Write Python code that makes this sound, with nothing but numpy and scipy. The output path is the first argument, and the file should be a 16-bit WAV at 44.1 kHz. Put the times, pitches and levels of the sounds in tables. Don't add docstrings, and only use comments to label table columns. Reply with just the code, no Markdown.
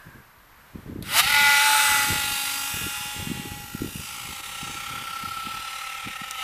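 import sys
import numpy as np
from scipy import signal
from scipy.fft import rfft, irfft, next_fast_len
from scipy.io import wavfile
from scipy.ndimage import uniform_filter1d

SR = 44100
rng = np.random.default_rng(int(sys.argv[2]) if len(sys.argv) > 2 else 0)


def to_wav(s):
    ch = np.atleast_2d(s).T
    pcm = np.round(np.clip(ch, -1, 1) * 32767)
    wavfile.write(sys.argv[1], SR, pcm.astype(np.int16))


N = 283563
TIME_S = np.arange(N) / SR
FFT_SIZE = next_fast_len(N, real=True)
FREQ_HZ = np.fft.rfftfreq(FFT_SIZE, 1 / SR)

# freq_hz, relative_db
TREE_SPECTRUM = [(120, -33), (200, -11), (303, -14), (397, -10), (775, -6.5), (963, -1.5), (1750, -3.5),
                 (3010, -13), (6530, -20.5), (11600, -20.5), (12500, -19), (13200, -20), (15000, -22)]
# centre_s, gain_db, half_length_s
TREE_SURGES = [(0, 3.5, .2), (.8, 3, 0.25)]
# freq_hz, relative_db
WIND_SPECTRUM = [(15, -17), (25, -8), (50, -1), (100, 3), (200, -1), (300, -6), (420, -11.5), (560, -18),
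                 (900, -36), (2000, -80)]
# start_s, length_s, relative_db
WIND_GUSTS = [(.04, 0.14, -46), (.73, 0.06, -36), (.85, .21, -32.5), (1.1, 0.38, -40.5), (1.86, 0.49, -41),
              (2.06, .1, -31.5), (2.72, 0.14, -38.5), (3.13, 0.3, -35.5), (3.46, .22, -41),
              (3.71, 0.29, -39.5), (3.8, 0.063, -32), (4.21, 0.1, -45), (4.6, 0.14, -40.5),
              (4.89, 0.13, -43), (5.21, 0.11, -45.5), (5.44, 0.031, -45), (6.03, .06, -44)]
# start_s, relative_db
WIND_BUFFETS = [(.754, -22), (.894, -23), (0.957, -19.5), (1.007, -20.5), (2.104, -23), (2.864, -21.5),
                (3.269, -16.5), (3.298, -18), (3.313, -14), (3.395, -18.5), (3.454, -23.5), (3.747, -16.5),
                (3.817, -11.5), (3.843, -18), (3.954, -21), (4.628, -25.5), (5.468, -25), (6.07, -23.5),
                (6.214, -26.5)]
# start_s, peak_db, decay_s, main_ring_hz, upper_ring_hz
PLASTIC_CLICKS = [(1.025, -23.5, 0.0053, 4000, 11200), (6.31, -15, .0018, 5900, 8400)]
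# start_s, length_s, level_db, first_hz, last_hz, width_hz
WHISTLE_BANDS = [(-.05, 0.19, -53.5, 1650, 1620, 120), (1.63, 0.26, -32.5, 8550, 8050, 260),
                 (2.926, 0.16, -49.5, 1005, 1000, 21.7)]

# time_s, shaft_hz
SHAFT_SPEED = [(1.33, 288), (1.6, 284.5), (1.635, 289), (1.75, 288.2), (2.0, 282.8), (2.15, 282),
               (2.4, 277.7), (3.2, 279.2), (4.05, 274.3), (4.35, 269), (5.05, 269.7), (5.25, 267),
               (5.9, 264.6), (6.2, 265), (6.43, 260)]
# time_s, view (0 near, 1 overhead, 2 and above far)
PLANE_VIEW = [(1.0, 0), (2.0, 0.07), (2.5, 1.33), (3.8, 0.05), (4.4, 4), (5.2, 1.89), (6.43, 2.5)]
# time_s, rasp_db, hiss_db
PLANE_LEVELS = [(1.25, -24.5, -29.5), (1.35, -23.5, -29), (1.55, -24, -27.1), (1.8, -24.5, -26.5),
                (2.15, -29.5, -31), (2.45, -31.5, -31), (2.9, -35.5, -34.3), (3.4, -42, -43),
                (3.72, -49.5, -45), (4.05, -43.5, -39.5), (4.35, -39.5, -41.5), (4.8, -38.5, -41.5),
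                (5.3, -40, -44.7), (5.8, -39, -44.3), (6.2, -39.5, -46.5)]
# centre_s, gain_db, half_length_s
PLANE_SWELLS = [(4.423, -9, 0.0073), (4.443, 2.5, 0.0059), (6.187, -4, 0.0072), (6.265, -1.5, .0078),
                (6.328, 1, 0.0058), (6.42, 5, .04)]
# start_s, length_s, first_hz, last_hz, weight, pull_turns
THROB_SPELLS = [(1.188, 0.15, 13, 50.3, 0.68, 0.018), (2.101, .7, 50.5, 48.2, 0.45, 0.012),
                (2.84, 0.68, 50, 52.5, 0, 0.0017), (3.62, 0.71, 49, 55.4, 0.66, 0.018),
                (4.27, 0.86, 53, 52.8, 0.2, 0.0062), (4.299, 1.98, 31.5, 38.11, 0.62, 0.019),
                (6.005, 0.38, 26, 26.8, 0.6, 0.027)]
# freq_hz, near_db, overhead_db, far_db
AIR_SPECTRA = [(393, -19, -28, -19), (755, -17.5, -14, -20), (846, -2.5, -4.5, -0.5),
               (1034, -9.5, -8.5, -10), (1315, 3.5, -8.5, 2), (1590, -4, -10, -10), (2120, 2.5, -7.5, -0.5),
               (2840, 0, 1, 0.5), (3550, -3, -6.5, -6.5), (4230, -5.5, -7.5, -9), (6600, -11, -10, -15),
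               (7700, -10.5, -7, -13.5), (12200, -10.5, -9.5, -17)]
# time_s, roughness (0-1)
BLADE_TURBULENCE = [(1.27, 0.54), (1.35, 0.08), (3.6, 0.04), (4.3, 0.28), (6.43, 0.39)]
TONE_LEVELS = {2: (-24.5, -29.5, -23.5), 3: (-3.3, -10, -12.5), 4: (-20.5, -24.5, -22),
               5: (-1.8, -10, -2.5), 6: (-20.5, -14, -24.5), 7: (-1.9, -14, -13.5),
               8: (-10.5, -20.5, -14.5), 9: (-10.5, -9.5, -15.5), 10: (-15, -7.5, -15),
               11: (-17.5, -23, -16), 12: (-16, -40, -15), 13: (-13, -11.5, -18), 14: (-16.5, -18, -15),
               15: (-17, -21, -36), 17: (-19, -27, -30)}
TONE_SWELLS = {3: [(1.72, 5, 0.074), (2.82, -10, 0.069), (3.07, 3.5, 0.098), (3.3, -9, .05),
               (3.57, 6, 0.13), (3.9, -9, 0.12)], 4: [(1.16, 27.5, 0.047)], 5: [(1.18, 7, 0.035),
               (1.48, 2.5, .12), (1.85, -2.5, 0.23), (2.88, 5, 0.049), (3.45, -9, 0.24), (3.76, 6.5, 0.11),
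               (4.4, -5, 0.35), (5.33, 7, 0.35)], 6: [(2.8, 6, .06)], 7: [(1.48, 3.5, 0.16),
               (1.73, -10, 0.089), (6.17, 7.5, 0.12)], 8: [(1.48, 5, .13)], 10: [(3.35, 7, 0.37)]}

MOTOR_START_S, SPIN_UP_S, SPIN_UP_POWER = 1.02, 0.28, 0.39
AIR_DB_PER_OCTAVE, TONE_EXTRA_DB_PER_OCTAVE = 16.5, 15
STALL_S, STALL_RISE_S, STALL_FALL_S, STALL_RASP_DB, STALL_HISS_DB = 1.196, 0.067, 0.019, 10.5, 14.5


def gain_of(db):
    return 10 ** (np.asarray(db) / 20)


def unit_rms(x):
    return x / np.sqrt(np.mean(abs(x) ** 2) + 1e-20)


def curves(rows):
    times_s, *columns = np.transpose(rows)
    return [np.interp(TIME_S, times_s, column) for column in columns]


def colour(points):
    freq_hz, gain_db = np.transpose(points)
    return gain_of(np.interp(np.log(FREQ_HZ + 1), np.log(freq_hz + 1), gain_db))


def filtered(x, gain):
    return irfft(rfft(x, FFT_SIZE) * gain, FFT_SIZE)[:N]


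def band_rms(x, low_hz, high_hz):
    return np.std(filtered(x, (FREQ_HZ > low_hz) & (FREQ_HZ < high_hz)))


def drift(rate_hz):
    grid_s = TIME_S[::32]
    freq_hz = np.fft.rfftfreq(len(grid_s), grid_s[1])
    spectrum = rfft(rng.standard_normal(len(grid_s))) / (1 + (freq_hz / rate_hz) ** 4)
    return np.interp(TIME_S, grid_s, unit_rms(irfft(spectrum, len(grid_s))))


def held(start_s, length_s, rise_s, fade_s):
    age_s = TIME_S - start_s
    return np.clip(age_s / rise_s, 0, 1) * np.exp(-np.maximum(age_s - length_s, 0) / fade_s)


def bump(centre_s, half_length_s):
    return np.exp(-((TIME_S - centre_s) / half_length_s) ** 2)


def swells_db(rows):
    return sum(db * bump(centre_s, half_length_s) for centre_s, db, half_length_s in rows)


def trees(base_db=-56):
    rush = filtered(rng.standard_normal(N), colour(TREE_SPECTRUM))
    return gain_of(base_db + swells_db(TREE_SURGES)) * rush / band_rms(rush, 700, 4000)


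def camera(pitch_hz=12272, waver_hz=22, level_db=-66.5):
    cycles = np.cumsum(pitch_hz + waver_hz * drift(rate_hz=40)) / SR
    return gain_of(level_db) * np.sqrt(2) * np.sin(2 * np.pi * cycles)


def wind(lumpy_db=5.5, trim_db=-2, rumble_db=-59):
    eddies = rng.standard_normal(N) * gain_of(lumpy_db * np.clip(drift(rate_hz=83), -2, 2))
    breeze = (0.74, 4.85, -51.5)  # start_s, length_s, relative_db
    power = sum((gain_of(db) * held(start_s, length_s, rise_s=0.021, fade_s=0.026)) ** 2
                for start_s, length_s, db in [*WIND_GUSTS, breeze])
    gusts = gain_of(trim_db) * np.sqrt(power) * unit_rms(filtered(eddies, colour(WIND_SPECTRUM)))
    rumble_colour = colour([(12, -6), (50, 1), (130, -5.5), (400, -19.5), (2000, -60)])
    rumble = filtered(rng.standard_normal(N), rumble_colour)
    return gusts + gain_of(rumble_db) * unit_rms(rumble)


def buffets(nominal_hz=270, sag_s=0.068, decay_s=0.0014, trim_db=-4.5):
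    out = np.zeros(N)
    age_s = np.arange(SR // 16) / SR
    envelope = (age_s / decay_s) ** 3 * np.exp(-age_s / decay_s)
    for start_s, db in WIND_BUFFETS:
        onset_hz = nominal_hz * rng.uniform(0.7, 1.3)
        cycles = onset_hz * age_s / (1 + age_s / sag_s)
        thump = envelope * np.sin(2 * np.pi * (cycles + rng.random()))
        span = out[round(start_s * SR):][:len(thump)]
        span += gain_of(db + trim_db) * thump[:len(span)] / abs(thump).max()
    return out


def clicks(half_width_hz=700, broadband=0.25):
    out = np.zeros(N)
    for start_s, peak_db, decay_s, *rings_hz in PLASTIC_CLICKS:
        burst = rng.standard_normal(N) * (TIME_S >= start_s) * np.exp(-abs(TIME_S - start_s) / decay_s)
        rings = sum(1 / (1 + ((FREQ_HZ - hz) / half_width_hz) ** 2) for hz in rings_hz)
        tick = filtered(burst, rings + broadband)
        out += gain_of(peak_db) * tick / abs(tick).max()
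    return out


def whistles():
    out = np.zeros(N)
    for start_s, length_s, db, first_hz, last_hz, width_hz in WHISTLE_BANDS:
        pitch_hz = np.interp(TIME_S, [start_s, start_s + length_s], [first_hz, last_hz])
        carrier = np.exp(2j * np.pi * np.cumsum(pitch_hz) / SR)
        band = (drift(width_hz) + 1j * drift(width_hz)) * carrier
        out += gain_of(db) * held(start_s, length_s, rise_s=0.046, fade_s=0.12) * band.real
    return out


def throbbing(wander=0.047):
    swing, pull_turns = np.zeros((2, N))
    for start_s, length_s, first_hz, last_hz, weight, turns in THROB_SPELLS:
        glide_hz = np.interp(TIME_S, [start_s, start_s + length_s], [first_hz, last_hz])
        rate_hz = glide_hz * (1 + wander * drift(rate_hz=7.7))
        beats = np.cumsum(rate_hz * (TIME_S > start_s)) / SR
        wave = held(start_s, length_s, rise_s=0.025, fade_s=0.025) * np.cos(2 * np.pi * beats)
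        swing += weight * wave
        pull_turns += turns * wave
    return swing, pull_turns


def ripple(x, depth_db):
    frames = dict(nperseg=1024, noverlap=768)
    spectra = signal.stft(x, **frames)[2]
    patches = rng.standard_normal(spectra.shape)
    for _ in range(2):
        patches = uniform_filter1d(patches, size=6, axis=0)
        patches = uniform_filter1d(patches, size=45, axis=1)
    return signal.istft(spectra * gain_of(depth_db * unit_rms(patches)), **frames)[1][:N]


def chopped_air(turns, view, rasp_db, hiss_db, chop=0.17, wobble=0.035, split_hz=4500):
    pulses = 1 + chop * np.cos(4 * np.pi * turns) + wobble * np.cos(2 * np.pi * turns)
    air = ripple(rng.standard_normal(N), depth_db=2.3) * pulses
    treble = 1 / (1 + (split_hz / (FREQ_HZ + 1)) ** 8)
    passband = 1 / (1 + (300 / (FREQ_HZ + 1)) ** 4) / (1 + (FREQ_HZ / 15500) ** 10)
    out = np.zeros(N)
    for view_index, rasp_trim_db in enumerate([-1, -2, -1]):
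        spectrum = np.array(AIR_SPECTRA)[:, [0, view_index + 1]]
        rush = filtered(air, colour(spectrum) * passband)
        rasp = filtered(rush, 1 - treble) / band_rms(rush, 2100, 4000)
        hiss = filtered(rush, treble) / band_rms(rush, 5000, 14000)
        share = np.maximum(1 - abs(view - view_index), 0)
        out += share * (gain_of(rasp_db + rasp_trim_db) * rasp + gain_of(hiss_db + 0.25) * hiss)
    return out


def propeller(turns, view, level_db, skirt_hz=55, hum_db=-54.5):
    roughness = curves(BLADE_TURBULENCE)[0]
    hum_envelope = held(start_s=1.615, length_s=1.07, rise_s=0.074, fade_s=0.06)
    out = gain_of(hum_db) * hum_envelope * np.cos(2 * np.pi * turns)
    for order, by_view_db in TONE_LEVELS.items():
        order_db = np.interp(view, range(3), by_view_db) + swells_db(TONE_SWELLS.get(order, []))
        phase_rad = 2 * np.pi * (order * turns + rng.random())
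        tone = (1 + roughness * drift(skirt_hz)) * np.cos(phase_rad)
        tone += roughness * drift(skirt_hz) * np.sin(phase_rad)
        out += gain_of(level_db + order_db) * tone
    return np.sqrt(2) * out


def plane(jitter=0.00077, unsettled_db=-6.5, settle_s=0.064):
    running_s = TIME_S - MOTOR_START_S
    spin = np.clip(running_s / SPIN_UP_S, 1e-9, 1) ** SPIN_UP_POWER
    swing, pull_turns = throbbing()
    shaft_hz = spin * curves(SHAFT_SPEED)[0] * (1 + jitter * drift(rate_hz=21))
    turns = np.cumsum(shaft_hz) / SR + pull_turns
    view = np.clip(curves(PLANE_VIEW)[0], 0, 2)
    stall = bump(STALL_S, np.where(TIME_S < STALL_S, STALL_RISE_S, STALL_FALL_S))
    unsettled = np.clip(1 - (running_s - SPIN_UP_S) / settle_s, 0, 1)

    rasp_db, hiss_db = curves(PLANE_LEVELS) + AIR_DB_PER_OCTAVE * np.log2(spin)
    tones_db = rasp_db + TONE_EXTRA_DB_PER_OCTAVE * np.log2(spin)
    tones_db += unsettled_db * unsettled + STALL_RASP_DB * stall / 2
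    tones = propeller(turns, view, tones_db)
    air = chopped_air(turns, view, rasp_db + STALL_RASP_DB * stall, hiss_db + STALL_HISS_DB * stall)
    sound = tones * (1 + 0.72 * swing) + air * (1 + 0.26 * swing)
    return sound * gain_of(swells_db(PLANE_SWELLS))


def scene():
    mix = plane() + whistles() + wind() + buffets() + trees() + camera() + clicks()
    return np.array([mix, mix])


def record(dry, cutoff_hz=15120):
    lowpass = signal.firwin(801, cutoff_hz, window=("kaiser", 9), fs=SR)
    return signal.oaconvolve(dry, lowpass[None], "same")


dry = scene()
out = record(dry)
to_wav(out)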